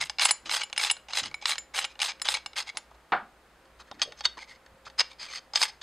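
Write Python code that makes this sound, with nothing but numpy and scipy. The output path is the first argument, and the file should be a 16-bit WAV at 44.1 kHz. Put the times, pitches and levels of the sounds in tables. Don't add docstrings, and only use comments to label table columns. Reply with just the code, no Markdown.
import sys
import numpy as np
from scipy import signal
from scipy.fft import rfft, irfft
from scipy.io import wavfile
from scipy.ndimage import uniform_filter1d

SR = 44100
rng = np.random.default_rng(int(sys.argv[2]) if len(sys.argv) > 2 else 0)


def master(y):
    cut = np.clip(np.atleast_2d(y).T, -1, 1)
    pcm = np.round(cut * 32767)
    wavfile.write(sys.argv[1], SR, pcm.astype(np.int16))


def rack_gain(trim_db):
    fader = np.asarray(trim_db, float)
    return 10 ** (fader / 20)


N = 256701


def evened(x):
    return x / np.sqrt(np.mean(x ** 2) + 1e-20)


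def coloured(x, points):
    f, db = np.transpose(points)
    hz = abs(np.fft.fftfreq(4096, 1 / SR))
    shape_db = np.interp(np.log(hz + 1), np.log(f + 1), db)
    log_gain = np.log(rack_gain(np.maximum(shape_db, -100)))
    taps = np.fft.ifft(np.exp(np.conj(signal.hilbert(log_gain)))).real[:2048]
    return signal.oaconvolve(x, taps / np.linalg.norm(taps))[:len(x)]


def ring(x, hz, t60):
    r = 1000 ** (-1 / (t60 * SR))
    w = 2 * np.pi * hz / SR
    return signal.lfilter([0, np.sin(w)], [1, -2 * r * np.cos(w), r * r], x)


def swell_ring(x, hz, t60):
    rise_t60 = .005
    return ring(ring(x, hz, rise_t60), hz, t60) * 2 * np.log(1000) / (rise_t60 * SR)


def wander(seconds):
    size = max(round(seconds * SR), 1)
    return evened(uniform_filter1d(uniform_filter1d(rng.standard_normal(N), size), size))


def train(seconds, heights):
    x = np.zeros(N)
    np.add.at(x, np.minimum((np.asarray(seconds) * SR).astype(int), N - 1), heights)
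    return x


def chatter(x, t60, share):
    fall = signal.lfilter([1], [1, -1000 ** (-1 / (t60 * SR))], abs(x))
    return x + share * fall * rng.standard_normal(N)


def grit(per_s, spread_db):
    size = rack_gain(spread_db * np.minimum(rng.exponential(1, N), 3.2))
    slips = rng.random(N) < per_s / SR
    return evened(size * slips * rng.choice([-1., 1.], N))


# start_s, length_s, level_db, hiss_db (fine hiss at top speed, over the grind), pitch_hz (favoured mode)
RUBS = [(0, 0.044, -29, -26, 2158), (0.03, 0.047, -46.5, -11, 2870), (0.197, .075, -24.5, -19.5, 4334),
        (0.27, 0.044, -26, -23.5, 3020), (0.449, 0.044, -38.5, -36, 2940), (0.493, 0.099, -30, -15, 4400),
        (0.589, 0.041, -28.5, -36, 2875), (0.76, 0.011, -27, -33.5, 2850), (0.781, 0.11, -28.5, -18, 3960),
        (0.888, 0.023, -30, -31, 3309), (1.08, 0.1, -42.5, -36.5, 2840), (1.135, 0.084, -29, -20.5, 3920),
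        (1.221, 0.064, -34.5, -41.5, 2920), (1.407, 0.11, -44, -35.5, 2390),
        (1.451, 0.093, -30.5, -16.5, 4090), (1.528, 0.038, -44, -22, 3090),
        (1.735, 0.1, -31.5, -17.5, 2930), (1.82, 0.038, -33, -38, 2940), (1.893, 0.036, -51, -38, 2480),
        (1.994, 0.11, -31.5, -17.5, 4080), (2.071, 0.048, -31.5, -43.5, 2310),
        (2.241, 0.036, -32.5, -28, 3000), (2.269, 0.085, -34, -14, 3640), (2.332, 0.053, -32, -31, 2320),
        (2.384, 0.018, -51, -36, 2300), (2.554, 0.073, -31.5, -20.5, 4360), (2.66, 0.044, -39.5, -32, 2200),
        (2.743, .03, -53.5, -37, 3550), (2.769, 0.019, -39.5, -32, 4010),
        (2.906, 0.012, -56.5, -36.5, 3180), (2.938, .014, -55.5, -37, 4000),
        (3.786, 0.039, -46, -29.5, 3990), (3.866, 0.027, -52.5, -49, 1826),
        (3.932, 0.029, -53.5, -37.5, 2040), (3.98, 0.043, -45.5, -45, 1790),
        (4.012, 0.03, -26.5, -30, 4800), (4.165, 0.056, -45, -33, 5340), (4.232, 0.039, -28, -32, 3500),
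        (4.364, 0.027, -44.5, -42, 1860), (4.375, 0.076, -42.5, -40.5, 2140),
        (4.464, 0.085, -48, -33.5, 2080), (4.535, 0.034, -55, -42, 2100), (4.846, 0.038, -39, -45.5, 4970),
        (4.977, .04, -21.5, -32, 5340), (5.09, 0.048, -48.5, -32, 2280), (5.182, 0.1, -35.5, -33, 4610),
        (5.264, 0.058, -41.5, -34.5, 2200), (5.298, 0.093, -33, -32, 4980), (5.539, 0.049, -27, -27, 4720),
        (5.572, 0.098, -28.5, -16.5, 5040), (5.666, 0.036, -34.5, -31, 5140),
        (5.809, 0.016, -30.5, -41, 3460)]
ATTACK_CAP_S, ATTACK_INSERT_S = 0.014, .015
RELEASE_S = 0.0074
TOP_CAP, TOP_INSERT = .45, 0.59
ARCH_CAP_DB, ARCH_INSERT_DB, SLOW_HISS_DB = 6.5, 11, 13.5
START_HZ, SETTLES_AT = 2280., .25


def motion(t):
    level, hiss, place_hz = np.zeros(N), np.zeros(N), np.full(N, 4000.)
    for start, length, db, hiss_db, hz in RUBS:
        on = (t >= start) & (t < start + length + 3 * RELEASE_S)
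        since = t[on] - start
        cap = start < CAP_OFF_S
        top, arch_db, attack = ((TOP_CAP, ARCH_CAP_DB, ATTACK_CAP_S) if cap
                                else (TOP_INSERT, ARCH_INSERT_DB, ATTACK_INSERT_S))
        u = np.minimum(since / length, 1)
        slow = np.where(u < top, 1 - u / top, (u - top) / (1 - top)) ** 2
        release_db = 20 * np.maximum(since - length, 0) / RELEASE_S
        rub = rack_gain(db - arch_db * slow - release_db) * np.minimum(since / attack, 1)
        louder = rub >= level[on]
        leads = np.flatnonzero(on)[louder]
        hiss[leads] = rack_gain(hiss_db - SLOW_HISS_DB * slow)[louder]
        place_hz[leads] = np.where(cap & (u < SETTLES_AT), START_HZ, hz)[louder]
        level[on] = np.maximum(level[on], rub)
    return level, hiss, place_hz


# pitch_hz, t60_s (knocked), knock_db, grind_db
CAP = [(2250, .022, -1, 0), (2880, .02, -1, -3), (3550, .015, -5, -4), (4060, .02, 0, 1),
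       (5150, .026, -2, -2), (6150, .02, -8, -6), (7098, .14, -12, -18), (7708, .035, -7, -13),
       (8630, .02, -12, -12), (9672, .04, -4, -9), (11300, .02, -28, -26), (13400, .035, -28, -25)]
# pitch_hz, t60_s (knocked), knock_db, grind_db
INSERT = [(2180, .02, -8, 0), (2750, .015, -7, -6), (3295, .065, -10, -5), (3704, .065, -8, -6),
          (4470, .03, -3, -2), (5060, .018, 0, -2), (6250, .025, -5, -6), (7200, .07, -14, -16),
          (7890, .025, -6, -12), (8900, .02, -10, -10), (9680, .05, -8, -18), (13400, .03, -30, -28)]
HIGH_HZ = 6800
GRIP = .5
TURNS_DB = 4.5


def ground_modes(t, slips, hiss, place_hz):
    low, high = np.zeros(N), np.zeros(N)
    reach, favour_db = .1, 5.
    for k, (hz, t60, _, db) in enumerate(CAP + INSERT):
        held = (t < CAP_OFF_S) == (k < len(CAP))
        near = np.exp(-(np.log(hz / place_hz) / reach) ** 2)
        mode_db = db + favour_db * near + TURNS_DB * wander(0.045)
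        drive = held * slips * rack_gain(mode_db) / np.sqrt(GRIP * t60 * SR)
        if hz < HIGH_HZ:
            low += swell_ring(drive, hz, GRIP * t60)
        else:
            high += swell_ring(drive * hiss ** 0.52, hz, GRIP * t60)
    return low, high


def squeak(slips, place_hz):
    tilt, drift_db, width_hz = .9, .25, 260.
    sung_hz = uniform_filter1d(place_hz, size=40) * rack_gain(drift_db * wander(0.0069))
    turn = np.exp(2j * np.pi * np.cumsum(sung_hz) / SR)
    r = np.exp(-np.pi * width_hz / SR)
    drive = slips * (START_HZ / place_hz) ** tilt
    band = signal.lfilter([(1 - r) ** 2], [1, -2 * r, r * r], drive / turn)
    return (turn * band).real / np.sqrt(1 - r)


# pitch_hz, t60_s (knocked), level_db
HOLLOW = [(620, .025, -6), (840, .03, 0), (1100, .018, -1), (1450, .018, 0), (1780, .015, -2)]
SLOW_BOOM = .15


def ground_hollow(slips, hiss):
    palm = slips * (0.088 / np.maximum(hiss, 1e-4)) ** SLOW_BOOM
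    out = np.zeros(N)
    for hz, t60, db in HOLLOW:
        turns = rack_gain(TURNS_DB * wander(0.025))
        out += rack_gain(db) * swell_ring(palm * turns, hz, GRIP * t60) / np.sqrt(t60 * SR)
    return out


# (relative, per Hz)
RASP = [(250, -55), (450, -17.5), (800, 2), (2500, 3), (4500, 4.5), (6500, 0), (9000, -15), (12000, -47),
        (15300, -61.5), (15700, -90)]


def grind():
    t = np.arange(N) / SR
    level, hiss, place_hz = motion(t)
    rough = np.where(t < CAP_OFF_S, grit(4500, 5.), grit(9000, 2.7))
    slips = level * rough * rack_gain(3.5 * wander(0.003))
    softer = slips * rack_gain(np.where(t < CAP_OFF_S, 0, -5.))
    low, high = ground_modes(t, slips, hiss, place_hz)
    broad = coloured(softer, RASP)
    fine = coloured(level * hiss * grit(16000, 1.8), [(5500, -7.0), (8500, 2.5), (10500, -10.5),
                                                      (14000, -16), (15200, -24), (15650, -60)])
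    metal = rack_gain(-1.5) * low + rack_gain(10.5) * high
    rubbing = rack_gain(3.) * squeak(slips, place_hz) + rack_gain(-2.5) * broad + rack_gain(10.5) * fine
    return metal + rubbing + rack_gain(-4.0) * ground_hollow(softer, hiss)


# start_s, level_db (strength), pitch_hz (favoured mode), ring_db (high ring over strength)
CLICKS = [(0.012, -13, 2100, -26), (0.0969, -16, 4980, -36), (.1847, -18, 2870, -41),
          (0.1953, -9, 2850, -36), (0.2189, -10.5, 4350, -18.5), (0.2297, -14.5, 4020, -25),
          (0.2502, -18, 3020, 2), (0.2551, -5, 5060, -13.5), (0.2892, -17.5, 5130, -22),
          (0.3089, -8.5, 2790, -12), (0.4947, -16, 2290, -40), (.513, -16.5, 2250, -33),
          (.616, -24, 2250, -35), (0.634, -21, 2880, -14.5), (0.699, -34.5, 2270, -30.5),
          (0.7284, -21, 3810, -28), (0.7775, -10.5, 5320, -16.5), (0.7978, -18.5, 2240, -40),
          (0.8472, -12.5, 5650, -21), (.899, -13.5, 2880, -23), (0.9115, -9.5, 4300, -14),
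          (0.967, -36.5, 4060, -33), (1.0851, -30.5, 2830, -34.5), (1.134, -17, 1940, -36),
          (1.184, -15.5, 4060, -15), (1.2582, -23.5, 2250, -30), (1.313, -38, 2300, -31),
          (1.3422, -23.5, 2260, -22), (1.4236, -28, 2260, -37), (1.4562, -8.5, 4070, -31),
          (1.4934, -20, 2240, -9), (1.52, -17.5, 4060, -38), (1.556, -23.5, 4300, -40),
          (1.5814, -18.5, 4300, -17), (1.782, -15, 2340, -37.5), (1.7886, -12.5, 3030, -19.5),
          (1.8483, -18, 2900, -14), (1.9542, -42.5, 2880, -44), (1.992, -26.5, 2710, -28),
          (2.0016, -20.5, 2880, -24), (2.0172, -10.5, 2340, -30), (2.095, -26, 2250, -36.5),
          (2.198, -37, 2250, -35.5), (2.217, -14, 5240, -14.5), (2.261, -23, 4140, -31),
          (2.2866, -8.5, 3550, -26), (2.3407, -14.5, 3400, -26), (2.349, -20.5, 2280, -50),
          (2.36, -31, 2260, -40), (2.4607, -18.5, 4710, -24), (2.5322, -35.5, 2360, -36),
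          (2.7711, -16, 4300, -17), (3.654, -50.5, 4090, -28), (3.9139, -29, 4000, -36.5),
          (3.996, -35.5, 4110, -32), (4.0175, -9, 3300, -50), (4.0189, -45, 3700, -30),
          (4.029, -20, 4470, -12.5), (4.1217, -30.5, 2180, -36), (4.2075, -23, 4470, -45),
          (4.2525, -11, 4470, -40), (4.2561, -10.5, 3700, -31), (4.662, -41, 2220, -25),
          (4.8999, -37.5, 3320, -34), (4.9943, -12, 4950, -38), (5.0057, -9.5, 5100, -27),
          (5.0115, -10.5, 5370, -34.5), (5.5351, -26, 4960, -32), (5.5573, -9, 4900, -33),
          (5.6158, -8, 4950, -36), (5.6277, -7, 5060, -17.5), (5.633, -6, 3300, -28),
          (5.8148, -33.5, 3500, -37)]
SEATED_S, SEATED_T60_S = 4.35, .025
LOOSE_DB = 4.
THUD_DB, THUD_FOLLOWS = -38., 0.46
OPEN_THUD_DB = 3


def knocks():
    start, strength_db, near_hz, ring_db = np.transpose(CLICKS)
    luck_db = 3.5 * rng.standard_normal((len(start), len(CAP + INSERT)))
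    bounce_t60, bounce = .012, .45
    reach, place_db = .05, 10.
    ring_under_db, body_under_db = 4., 22.
    cap_off = start > CAP_OFF_S
    seated = start >= SEATED_S
    favour_db = place_db + LOOSE_DB * cap_off * ~seated
    out = np.zeros(N)
    for k, (hz, t60, db, _) in enumerate(CAP + INSERT):
        held = (start < CAP_OFF_S) == (k < len(CAP))
        near = np.exp(-(np.log(hz / near_hz) / reach) ** 2)
        part_db = ring_db - ring_under_db if hz > HIGH_HZ else favour_db * near - body_under_db
        height = held * rack_gain(strength_db + db + part_db + luck_db[:, k])
        for now, decay in ((~seated, t60), (seated, min(t60, SEATED_T60_S))):
            out += swell_ring(chatter(train(start, now * height), bounce_t60, bounce), hz, decay)
    crack = coloured(chatter(train(start, rack_gain(strength_db - 5.5)), 0.01, 1.0), RASP)
    thud_db = THUD_DB + THUD_FOLLOWS * strength_db + OPEN_THUD_DB * cap_off
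    thud = chatter(train(start, rack_gain(thud_db)), bounce_t60, bounce)
    hollow = sum(rack_gain(db) * swell_ring(thud, hz, t60) for hz, t60, db in HOLLOW)
    return out + crack + hollow


# start_s, level_db (strength before the mix)
SET_DOWN = [(3.121, -15.5)]
CAP_OFF_S = SET_DOWN[-1][0]
# pitch_hz, level_db, t60_s
TABLE = [(770, -26.5, 0.47), (800, -6, 0.33), (1190, 1, 0.25), (1335, -35, 0.49), (1456, 4.5, 0.21),
         (1663, 8, 0.18), (2150, 10.5, 0.031), (2659, -33, 0.14), (3220, -32, 0.36), (3230, -18.5, 0.111),
         (3660, -7, 0.12), (4370, -17, 0.19), (2300, -4, 0.13), (4610, -21.5, 0.23)]
# (relative, per Hz)
TABLE_WASH = [(59, -152), (100, -10), (657, 11.5), (741, 22), (1040, 13), (1250, 19), (1440, 17),
              (2400, 3.5), (3760, -7.5), (5200, -19.5), (6500, -29), (10000, -46), (13000, -99),
              (22000, -120)]


def table():
    start, strength_db = np.transpose(SET_DOWN)
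    blow = train(start, rack_gain(strength_db))
    modes = np.zeros(N)
    for hz, db, t60 in TABLE:
        modes += rack_gain(db - 23.0) * ring(chatter(blow, 0.027, 0.18), hz, t60)
    return modes + rack_gain(-3.5) * coloured(chatter(blow, 0.2, 1.15), TABLE_WASH)


def room(x, t60, top_hz):
    t = np.arange(SR // 3) / SR
    tail = rng.standard_normal(len(t)) * rack_gain(-60 * t / t60) * (t > .004)
    tail = signal.lfilter(*signal.butter(1, top_hz, fs=SR), tail)
    return signal.oaconvolve(x, tail / np.linalg.norm(tail))[:N]


# start_s, length_s, level_db (rms before fading), pitch_hz (centre)
RUSTLE = [(0, 0.0664, -54.5, 147), (0.426, .12, -55.5, 305), (1.21, .16, -56.5, 139),
          (1.215, 0.11, -52.5, 284), (3.124, 0.18, -55, 252), (3.929, 0.16, -59.5, 292),
          (4.05, 0.12, -50.5, 563), (4.711, .06, -57.5, 186), (5.2, 0.18, -69, 199.5),
          (2.741, 0.065, -51.5, 912), (2.912, 0.016, -53, 1050), (2.944, 0.024, -61.5, 1030),
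          (3.912, 0.017, -40, 974), (3.793, 0.04, -50, 1300), (4.37, 0.03, -43.5, 1030),
          (4.864, 0.024, -43, 1420), (5.365, 0.05, -63, 700)]


def rustle():
    out = np.zeros(N)
    for start, length, db, hz in RUSTLE:
        part = out[round(start * SR):][:round(length * SR)]
        t60 = 4.6 / hz
        soft = evened(ring(ring(rng.standard_normal(SR), hz, t60), hz, t60))[-len(part):]
        u = np.linspace(0, 1, len(part))
        part += rack_gain(db) * soft * np.minimum(u / 0.11, 1) * (1 - u ** 2)
    return out


# pitch_hz, spread_hz (twice the half-power width), level_db (rms)
HUM = [(58.94, 6.6, -68), (533, 2.2, -70)]


def hum():
    return sum(rack_gain(db) * evened(ring(rng.standard_normal(N), hz, 4.4 / spread)) for hz, spread, db in HUM)


# (relative, per Hz)
AIR = [(20, -11.5), (45, -4.5), (90, -9), (300, -6.5), (700, -5.5), (1500, -7), (3000, -17), (7000, -24),
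       (13000, -31.5), (15000, -37.5)]


def air():
    return rack_gain(-60) * evened(coloured(rng.standard_normal(N), AIR))


def scene():
    radiate = signal.butter(3, [560, 15300], "bandpass", fs=SR, output="sos")
    hands = signal.sosfilt(radiate, grind() + knocks()) + table()
    mid = hands + rack_gain(-20.5) * room(hands, 0.26, 4100) + rustle() + hum() + air()
    smear = rng.standard_normal(256)
    side = rack_gain(-41.5) * signal.oaconvolve(mid, smear / np.linalg.norm(smear), "same")
    side_noise = coloured(rng.standard_normal(N), [(60, -11.5), (180, -5.5), (400, -2.5),
                                                   (3000, -5.5), (14000, -17.5)])
    side += rack_gain(-72.0) * evened(side_noise)
    return np.array([mid + side, mid - side])


# pitch_hz, width_hz, depth (0-1)
DIPS = [(5750, 400, .95), (6880, 150, .8)]


def microphone(x):
    hz = np.fft.rfftfreq(N, 1 / SR)
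    gain = np.ones(len(hz), complex)
    for f, width, depth in DIPS:
        gain *= 1 - depth / (1 + 2j * (hz - f) / width)
    return irfft(rfft(x) * gain, N)


def band_limit(x, edge_hz):
    return irfft(rfft(x) * (np.fft.rfftfreq(N, 1 / SR) < edge_hz), N)


def top_cut(x):
    return signal.sosfilt(signal.butter(12, 15750, fs=SR, output="sos"), x)


def record(dry):
    mix = band_limit(microphone(dry), 15750)
    return top_cut(mix)


dry = scene()
out = record(dry)
master(out)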